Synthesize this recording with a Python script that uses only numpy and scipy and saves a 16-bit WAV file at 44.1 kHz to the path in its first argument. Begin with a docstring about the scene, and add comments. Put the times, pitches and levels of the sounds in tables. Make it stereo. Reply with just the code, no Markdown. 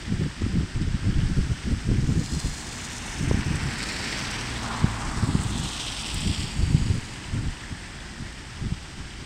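"""A river in flood rushes and churns under a town bridge, bubbles ringing in the water.
Gusts and hard eddies buffet the two ports of a hand-held microphone.
A car passes close behind on the wet roadway, left to right: the exhaust drones, the tyres roar,
air howls in the tread grooves, and in each puddle water swishes out of the treads with a fine
spray of droplets. A few larger drops are flung from the wheels."""
import sys
import numpy as np
from scipy import signal
from scipy.fft import rfft, irfft, next_fast_len
from scipy.io import wavfile
from scipy.ndimage import uniform_filter1d

SR = 44100
rng = np.random.default_rng(int(sys.argv[2]) if len(sys.argv) > 2 else 0)


def master_out(mix):
    """Clip the mix to full scale and print it as 16-bit PCM to the path in sys.argv[1]."""
    frames = np.transpose(np.atleast_2d(mix))
    ceiling = np.clip(frames, -1, 1)
    pcm = np.round(ceiling * 32767).astype(np.int16)
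    wavfile.write(sys.argv[1], SR, pcm)


N = 407925
TIME = np.arange(N) / SR
BINS_HZ = np.fft.rfftfreq(next_fast_len(N), 1 / SR)
SIDES = np.array([[1], [-1]])   # left, right


def from_db(db):
    return 10 ** (np.asarray(db) / 20)


def unit_rms(x):
    return x / np.sqrt(np.mean(x ** 2) + 1e-20)


def pan(left_right_db):
    return from_db(SIDES * left_right_db / 2)


def in_time(rows):
    """Table columns, interpolated linearly in time."""
    times_s, *columns = np.transpose(rows)
    return [np.interp(TIME, times_s, column) for column in columns]


def swell(from_s, hold_s, rise_s, fall_s):
    """Exponential rise to 1 at from_s, hold, exponential fall."""
    outside = np.maximum(from_s - TIME, 0) / rise_s + np.maximum(TIME - from_s - hold_s, 0) / fall_s
    return np.exp(-np.minimum(outside, 20))


def drift(rate_hz):
    """Slow random wander, rms 1."""
    pole = np.exp(-80 * np.pi * rate_hz / SR)
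    slow = signal.lfilter([1], [1, -2 * pole, pole * pole], rng.standard_normal(N // 40 + 2002))[2000:]
    return np.interp(np.arange(N) / 40, np.arange(len(slow)), unit_rms(slow))


def flutter(rate_hz):
    """Drift less its 0.1 s running mean, rms 1."""
    quick = drift(rate_hz)
    return unit_rms(quick - uniform_filter1d(quick, size=4400))


def grains(per_s, spread_db):
    """Random clicks of uneven size."""
    sizes = from_db(spread_db * np.minimum(rng.exponential(1, N), 4)) * rng.choice([-1, 1], N)
    return sizes * (rng.random(N) < per_s / SR)


def ring(clicks, hz, cycles):
    """Each click rings a sine that falls 60 dB in the given cycles."""
    radius, angle = from_db(-60 * hz / (cycles * SR)), 2 * np.pi * hz / SR
    return signal.lfilter([0, np.sin(angle)], [1, -2 * radius * np.cos(angle), radius ** 2], clicks + 1e-18)


def lowpass(x, order, edge_hz):
    return signal.sosfilt(signal.butter(order, edge_hz, fs=SR, output="sos"), x)


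def split(x, edge_hz):
    """Zero-phase low and high bands."""
    low = signal.sosfiltfilt(signal.butter(3, edge_hz, fs=SR, output="sos"), x)
    return low, x - low


def noise_band(centre_hz, width_hz):
    """Narrow noise about a fixed or moving centre, rms 1."""
    slow = lowpass(rng.standard_normal((2, N)), 3, width_hz / 2)
    phase = 2 * np.pi * np.cumsum(centre_hz * np.ones(N)) / SR
    return unit_rms(slow[0] * np.cos(phase) + slow[1] * np.sin(phase))


def fft_filter(x, gain):
    return irfft(rfft(x, next_fast_len(N)) * gain, next_fast_len(N))[..., :N]


def colour(x, spectrum, power=1):
    """Filter by (frequency [Hz], gain [dB]) rows, raised to a power."""
    hz, db = np.transpose(spectrum)
    return fft_filter(x, from_db(power * np.interp(np.log(BINS_HZ + 1), np.log(hz), db)))


def phase_lead(table):
    """Opposite phase shifts for the ports from (frequency [Hz], ..., left lead [rad]) rows."""
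    hz, *_, lead_rad = np.transpose(table)
    return np.exp(.5j * SIDES * np.interp(BINS_HZ, hz, lead_rad))


def lagged(x, lead_ms):
    """One wave at both ports, the left earlier by lead_ms."""
    fine, fine_s = signal.resample_poly(x, 2, 1), np.arange(2 * N) / (2 * SR)
    return np.array([np.interp(TIME + side * lead_ms / 2000, fine_s, fine) for side in (1, -1)])


# Rush of the water: (time [s], level [dB])
RIVER_LEVEL = [(0.0, -35), (0.8, -36), (1.5, -35), (2.3, -37), (4.5, -35.5), (7.3, -35.5), (8.1, -37),
               (8.7, -37), (9.25, -37)]
# Its spectrum: (frequency [Hz], gain [dB])
RIVER_SPECTRUM = [(40, 5.5), (60, 3.5), (200, -6), (450, -11), (850, -9.5), (1250, -12.5), (1800, -14),
                  (2450, -15.5), (3100, -16.5), (4000, -17.5), (5200, -17.5), (6800, -23.5), (8200, -25.5),
                  (10500, -40.5), (15500, -54)]
# Its spread over the ports: (frequency [Hz], coherence [0-1], left lead [rad])
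RIVER_SPREAD = [(100, 0.99, 0.5), (244, 0.89, -1), (444, 0.82, 2.5), (610, 0.74, 3), (1010, 0.65, 3.5),
                (1300, 1, 4.5), (1470, 0.28, 5), (1900, 0.34, 6), (2500, 0.6, 4.5), (3260, 0.54, 7),
                (4080, 0.38, 9), (5270, 0.12, 13.5), (6370, 0.24, 15), (8300, 0.23, 12.5),
                (11000, 0.3, 17.5)]
# Its treble balance as the microphone turns: (time [s], left-right [dB])
RIVER_TREBLE_PAN = [(0.0, 0.5), (1.5, 1.5), (7.5, -1.5), (9.25, 1)]


def river(bubble_db=-9, surge_db=0.4):
    """A broad rush with nearer bubbles ringing in it; so wide a source is only partly coherent."""
    bursts, size_class = grains(per_s=1800, spread_db=8.5), rng.integers(0, 20, N)
    bubbles = sum(ring(bursts * (size_class == k), hz, cycles=15) * hz
                  for k, hz in enumerate(np.geomspace(600, 8000, 20)))
    rush = rng.standard_normal((3, N))
    rush[0] += from_db(bubble_db) * unit_rms(bubbles)
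    water = unit_rms(colour(rush, [(5, -16)] + list(RIVER_SPECTRUM)))
    water *= from_db(in_time(RIVER_LEVEL)[0] + surge_db * flutter(6))
    hz, coherence, _ = np.transpose(RIVER_SPREAD)
    alike = np.clip(np.interp(BINS_HZ, hz, coherence), 0, 1)
    shared = fft_filter(water[0], np.sqrt(alike) * phase_lead(RIVER_SPREAD))
    diffuse = fft_filter(water[1:], np.sqrt(1 - alike))
    low, treble = split(shared + diffuse, edge_hz=2100)
    return low + treble * pan(in_time(RIVER_TREBLE_PAN)[0])


# Churning water: (time [s], centre [Hz], level [dB])
CHURN_BAND = [(0.0, 1916, -57), (1.3, 1542, -50), (2.3, 1737, -57.5), (7.0, 1850, -57.5), (8.1, 1778, -50),
              (9.25, 1795, -65)]


def churn(width_hz=420, flutter_db=1.5):
    """A hollow band in the rush that swells and wanders in pitch."""
    centre_hz, db = in_time(CHURN_BAND)
    return noise_band(centre_hz, width_hz) * from_db(db + flutter_db * flutter(15))


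# Gusts at the microphone: (time [s], hold [s], relative level [dB], extra rumble [dB])
WIND_GUSTS = [(0.108, 0.019, -16, -2), (0.199, 0.046, -17.5, -10), (0.404, 0.085, -26, 5),
              (0.543, 0.078, -18, -2), (0.767, 0.082, -27.5, 12), (0.88, 0.086, -26.5, 7.5),
              (1.057, 0.045, -18, 1.5), (1.161, 0.084, -24, 12), (1.296, 0.028, -21.5, 2),
              (1.379, 0.038, -19, 8.5), (1.481, 0.039, -21.5, 2), (1.679, 0.072, -20.5, 1.5),
              (1.871, 0.34, -19.5, 0.5), (2.305, 0.064, -23, -1), (2.45, 0.041, -25.5, 3.5),
              (3.207, 0.2, -21.5, -5), (3.473, 0.086, -21.5, -1.5), (3.622, 0.062, -24, -1),
              (4.826, 0.033, -23, -9), (5.06, 0.12, -28, 1), (5.231, 0.23, -22, -21),
              (5.495, 0.16, -26.5, -4), (6.139, 0.066, -31.5, 10), (6.252, 0.056, -20, -4),
              (6.39, 0.084, -29.5, 4.5), (6.595, 0.09, -23.5, 8), (6.71, 0.065, -19.5, -4),
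              (6.809, 0.16, -21.5, 3), (7.32, 0.16, -24.5, 3), (7.709, 0.012, -27, -5),
              (8.192, 0.033, -33.5, 6.5), (8.636, 0.02, -24, 6.5), (8.717, 0.0098, -30, -11),
              (8.987, 0.027, -34, 6.5), (9.206, 0.017, -32.5, -9)]


def gusts(breeze_db=-49.5, swing_db=0.5, attack_s=0.02, release_s=0.024):
    """Wind strength and extra rumble: the strongest gust of the moment overrides the breeze."""
    strength, rumble_db = from_db(breeze_db + swing_db * drift(3)), np.zeros(N)
    for at_s, hold_s, db, deep_db in WIND_GUSTS:
        gust = from_db(db) * swell(at_s, hold_s, attack_s, release_s)
        rumble_db[gust > strength] = deep_db
        strength = np.maximum(strength, gust)
    return strength, uniform_filter1d(rumble_db, size=900)


# Turbulent pressure: (frequency [Hz], gain [dB])
WIND_SPECTRUM = [(15, 1.5), (30, -6.5), (90, -1), (150, -4), (220, -8.5), (320, -14.5), (450, -23.5),
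                 (700, -36.5), (1500, -72)]


def wind(level_db=-1, lump_db=4.5, fine_lump_db=3.0, small_db=-6, crossing_ms=-0.84, veer_ms=0.12):
    """Turbulence crosses the ports in lumps; stronger gusts shed smaller eddies and sound brighter."""
    strength, rumble_db = gusts()
    turbulence = colour(rng.standard_normal((3, N)), WIND_SPECTRUM)
    # large eddies cover both ports, small ones only one
    large = lagged(turbulence[0], crossing_ms + veer_ms * drift(9.3))
    small = split(turbulence[1:], edge_hz=114)[1]
    slow, fine = split(unit_rms(large + from_db(small_db) * small), edge_hz=314)
    brightness = unit_rms(from_db(fine_lump_db * drift(43))) * (strength / from_db(-29)) ** 0.2
    lumps = (slow + fine * brightness) * from_db(lump_db * drift(17.3))
    # levelled, so that the gust sets the mean strength
    lumps /= np.sqrt(uniform_filter1d(np.mean(lumps ** 2, axis=0), size=3000) + 1e-9)
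    rumble = (from_db(rumble_db) - 1) * lowpass(lumps, 1, edge_hz=60)
    return from_db(level_db) * pan(-0.3) * strength * (lumps + rumble)


# Hard eddies: (time [s], relative level [dB], pitch [Hz], decay [cycles])
EDDY_THUMPS = [(0.419, -13.5, 260, 2.7), (0.463, -16, 245, 7.1), (1.915, -4.5, 191, 1),
               (3.3126, -1.5, 420, 2.2), (3.344, -6.5, 131.1, 1.3), (4.842, -9, 178, 4.3),
               (5.233, -16, 125, 6.2), (5.351, -10, 174, 4.1), (6.745, -9.5, 153, 8.7),
               (8.721, -15.5, 131, 3.9)]


def eddies(gain_db=5, crossing_ms=-0.76, pan_db=-5.0):
    """Each hard eddy sucks at the ports: one heavily damped thump."""
    thumps = 0
    for at_s, db, hz, cycles in EDDY_THUMPS:
        suction = -from_db(db + gain_db) * (np.arange(N) == round(at_s * SR))
        thumps = thumps + ring(suction, hz, cycles)
    return lagged(lowpass(thumps, 4, edge_hz=860), crossing_ms) * pan(pan_db)


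ABREAST_S, DISTANCE_M = 4.8, 4.9
CAR_M_PER_S, SOUND_M_PER_S = 15.0, 343


def car_path():
    """Straight pass: bearing (-1 approaching, 0 abreast, 1 gone) and nearness (1 abreast)."""
    along_m = CAR_M_PER_S * (TIME - ABREAST_S)
    range_m = np.hypot(along_m, DISTANCE_M)
    return along_m / range_m, DISTANCE_M / range_m


# Exhaust note: (order [x firing rate], relative level [dB])
EXHAUST_ORDERS = [(1, 4), (2, 8.5), (3, -11.5), (4, 1)]


def engine(firing_hz=57.7, drone_db=-35.5, boom_db=-35.5, wobble=0.0185, throb_db=3.0):
    """Unsteady exhaust drone with Doppler shift, louder when near, and one short boom as it passes."""
    bearing, nearness = car_path()
    heard_hz = firing_hz / (1 + bearing * CAR_M_PER_S / SOUND_M_PER_S)
    phase = 2 * np.pi * np.cumsum(heard_hz * (1 + wobble * drift(11.0))) / SR
    throbbing = sum(from_db(db + throb_db * drift(3.9)) * np.sin(k * phase) for k, db in EXHAUST_ORDERS)
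    steady = sum(from_db(db) * np.sin(k * phase) for k, db in EXHAUST_ORDERS)
    drone = unit_rms(throbbing) * from_db(drone_db) * nearness ** 0.85
    boom = unit_rms(steady) * from_db(boom_db) * swell(from_s=5.2, hold_s=.07, rise_s=.05, fall_s=.05)
    return drone + boom


# Standing water: (time [s], rise [s], hold [s], fall [s], swish [dB], spray [dB], reflection [0-1])
ROAD_PUDDLES = [(1.3, 0.19, 0.65, .4, -62, -51, 0), (2.32, 0.2, 0.17, 0.6, -64, -38, 0.3),
                (2.79, 0.21, 0.42, 0.14, -46, -42, 0.16), (3.87, 0.39, 0.3, 0.75, -33.5, -39, 0.06),
                (5.142, 0.091, 0.54, 0.44, -57, -46.5, 0), (5.67, 0.21, 0.75, 0.12, -34.5, -41.5, 0),
                (6.6, 0.19, 0.29, 0.3, -43.5, -47.5, 0.25)]


def puddles(rolling, damp_swish_db=-11, damp_spray_db=-12):
    """Swish, spray and reflection envelopes: each puddle adds to the hiss of the damp road."""
    swish_power = (rolling * from_db(damp_swish_db)) ** 2
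    spray_power = (rolling * from_db(damp_spray_db)) ** 2
    reflection = 0
    for at_s, rise_s, hold_s, fall_s, swish_db, spray_db, mirror in ROAD_PUDDLES:
        depth = swell(at_s, hold_s, rise_s, fall_s)
        swish_power += (depth * from_db(swish_db)) ** 2
        spray_power += (depth * from_db(spray_db)) ** 2
        reflection = np.maximum(reflection, depth * mirror)
    return np.sqrt(swish_power), np.sqrt(spray_power), reflection


# Swish ahead of the car and behind it: (frequency [Hz], gain [dB])
SWISH_FRONT_SPECTRUM = [(500, 1.5), (1100, -13), (1900, -1), (3200, 0.5), (4500, -1.5), (7000, -18),
                        (10000, -40), (15500, -41)]
SWISH_REAR_SPECTRUM = [(500, -8.5), (1450, -11), (2050, -2), (2700, -3), (3300, 1.5), (3900, -2),
                       (4800, -4.5), (7000, -16), (10000, -32), (15500, -39)]


def swish(strength, flutter_db=1.54):
    """Water squirts from the treads; the colour changes as their rear comes into view."""
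    squirts = np.array([grains(per_s=7000, spread_db=6.0) for wave in range(3)])
    front = unit_rms(colour(squirts, SWISH_FRONT_SPECTRUM))
    rear = unit_rms(colour(squirts, SWISH_REAR_SPECTRUM))
    bearing, _ = car_path()
    behind = np.clip(.5 + bearing, 0, 1)
    return ((1 - behind) * front + behind * rear) * strength * from_db(flutter_db * flutter(35))


# Fine spray: (frequency [Hz], gain [dB])
SPRAY_SPECTRUM = [(1000, -7.5), (2500, -19), (4000, 2), (5200, 5.5), (6800, 4.5), (8100, 3.5), (10500, -11),
                  (15500, -24.5)]


def spray(strength, droplet_db=-4, flutter_db=1.82):
    """The treads throw up a hissing mist of ticking droplets."""
    droplets = unit_rms(np.array([grains(per_s=2000, spread_db=8.0) for wave in range(3)]))
    mist = rng.standard_normal((3, N)) + from_db(droplet_db) * droplets
    return unit_rms(colour(mist, SPRAY_SPECTRUM)) * strength * from_db(flutter_db * flutter(42))


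def road_echoes(waves, reflection, delays_ms=(1.185, 1.41), shrink_from_s=2.45, shrink_per_s=.06):
    """Echoes off the wet road and parapet comb the hiss; the peaks rise as the delays shorten."""
    shrink = 1 - shrink_per_s * np.maximum(TIME - shrink_from_s, 0)
    echoes = sum(np.array([np.interp(TIME - ms * shrink / 1000, TIME, wave) for wave in waves])
                 for ms in delays_ms)
    return (waves + reflection * echoes) / np.sqrt(1 + 2 * reflection ** 2)


# Tyre roar: (frequency [Hz], gain [dB])
ROAR_SPECTRUM = [(40, -21), (60, -10), (220, -0.5), (530, -16), (800, -6.5), (1100, -5), (1600, -7.5),
                 (2500, -15), (5000, -36), (15500, -68)]


def tyres(roar_db=-34):
    """Treads roar on the road and shed water; three independent waves."""
    rolling = from_db(roar_db) * swell(from_s=3.38, hold_s=1.2, rise_s=1, fall_s=2.17)
    swishing, spraying, reflection = puddles(rolling)
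    roar = unit_rms(colour(rng.standard_normal((3, N)), [(12, -23)] + list(ROAR_SPECTRUM))) * rolling
    return roar + road_echoes(swish(swishing) + spray(spraying), reflection)


# Car direction at the turning microphone: (time [s], left lead [ms], treble left-right [dB])
CAR_DIRECTION = [(1.8, 0.37, 2), (2.3, 0.28, 6), (2.8, 0.31, 4), (3.3, 0.35, 3.5), (3.9, 0.43, 4),
                 (4.2, 0.39, 7), (4.5, 0.37, 4.5), (4.85, -0.084, 0), (5.05, -0.134, -3),
                 (5.45, -0.27, -5.5), (5.95, -0.33, -3), (7.2, -0.45, -4)]
# Shading by the housing once the car is past: (frequency [Hz], left-right [dB])
HOUSING_SHADE = [(300, 3.5), (900, -9.5), (1450, 5), (2000, -9), (2600, 13.5), (3250, 2.5), (4000, 10.5),
                 (4900, 10.5), (7000, -2.5), (10000, -0.5)]


def pass_by(waves, direct_ahead=0.8, direct_abreast=0.29, direct_gone=0.89):
    """One wave arrives directly, two scattered: the car is a point from afar, wide when abreast."""
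    def at_ports(band, lead_ms, scatter):
        return np.sqrt(1 - scatter) * lagged(band[0], lead_ms) + np.sqrt(scatter) * band[1:]

    bearing, nearness = car_path()
    lead_ms, pan_db = in_time(CAR_DIRECTION)
    direct_far = np.where(bearing < 0, direct_ahead, direct_gone)
    direct = direct_far + (direct_abreast - direct_far) * nearness ** 4
    low, rest = split(waves, edge_hz=580)
    middle, top = split(rest, edge_hz=8800)
    # long waves lag more and scatter less
    bass = at_ports(low, lead_ms * 1.54, scatter=(1 - direct) * 0.28)
    treble = at_ports(middle, lead_ms, scatter=1 - direct) + at_ports(top, lead_ms, scatter=0.56)
    heard = bass * pan(pan_db * 0.194) + treble * pan(pan_db)
    gone = np.maximum(bearing, 0) ** 2
    return (1 - gone) * heard + gone * colour(heard, HOUSING_SHADE, power=SIDES / 2)


# Large drops off the wheels: (time [s], relative spit level [dB], relative fizz level [dB])
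FLUNG_DROPS = [(3.557, -28.5, -54), (3.828, -30, -54), (5.435, -32, -46), (6.143, -23.5, -34),
               (6.2053, -27.5, -54)]


def drops(gain_db=-3, pan_db=-8, splash_s=.0025):
    """Each drop bursts in a bright spit of a few milliseconds, some with a fine fizz on top."""
    spit_spectrum = [(1500, -16), (5500, -12), (8000, 0), (10000, -19), (15500, -36)]
    fizz_spectrum = [(7000, -30), (11000, 0), (15500, -4), (18000, -30)]
    spit = unit_rms(colour(rng.standard_normal((2, N)), spit_spectrum))
    fizz = unit_rms(colour(rng.standard_normal((2, N)), fizz_spectrum))
    bursts = 0
    for at_s, spit_db, fizz_db in FLUNG_DROPS:
        decay = (TIME >= at_s) * swell(at_s, 0, splash_s, splash_s)
        bursts = bursts + (from_db(spit_db) * spit + from_db(fizz_db) * fizz) * decay
    return bursts * from_db(gain_db) * pan(pan_db)


# Air ringing in the treads: (time [s], hold [s], level [dB], pitch [Hz], left-right [dB])
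GROOVE_HOWLS = [(4.64, 0.077, -38, 1310, -4), (4.64, 0.38, -40.5, 903, 9), (5.027, 0.25, -42.5, 1105, 6)]


def grooves(width_hz=450, diffuse_db=-7, rise_s=0.017, fall_s=0.12):
    """Grooves pressed on the road are short pipes that howl sideways as the wheels come abreast."""
    howls = 0
    for at_s, hold_s, db, pipe_hz, pan_db in GROOVE_HOWLS:
        shared, *diffuse = [noise_band(pipe_hz, width_hz) for wave in range(3)]
        howl = unit_rms(shared + from_db(diffuse_db) * np.array(diffuse))
        howls = howls + howl * from_db(db) * pan(pan_db) * swell(at_s, hold_s, rise_s, fall_s)
    return howls


# Phase of the car's sound between the ports: (frequency [Hz], left lead [rad])
CAR_PORT_PHASE = [(800, -0.041), (1400, 0.77), (2400, 0.74), (3700, 0.1), (4900, -0.56), (6200, -0.86),
                  (7200, -0.91), (8100, -0.34), (9500, 1.8)]
# Port cavities, left favouring presence, right ringing near 8 kHz: (frequency [Hz], left-right [dB])
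PORT_COLOUR = [(200, -0.5), (550, 0.5), (1000, 1.5), (1300, -0.5), (1800, 6.5), (3200, 2), (5500, 4),
               (6500, 0.5), (7300, -8), (8300, -17.5), (10000, -8.5), (12000, -2.5), (15500, -1)]


def scene():
    """Airborne sound takes the colour of each port; wind acts on the ports directly."""
    car = pass_by(tyres()) + grooves() + engine() + drops()
    airborne = river() + churn() + fft_filter(car, phase_lead(CAR_PORT_PHASE))
    return colour(airborne, PORT_COLOUR, power=SIDES / 2) + wind() + eddies()


def record(dry, low_hz=20, top_hz=15750):
    """Subsonic cut and steep top cut."""
    thinned = signal.sosfilt(signal.butter(2, low_hz, "high", fs=SR, output="sos"), dry)
    return signal.sosfilt(signal.ellip(10, .1, 80, top_hz, fs=SR, output="sos"), thinned)


dry = scene()
out = record(dry)
master_out(out)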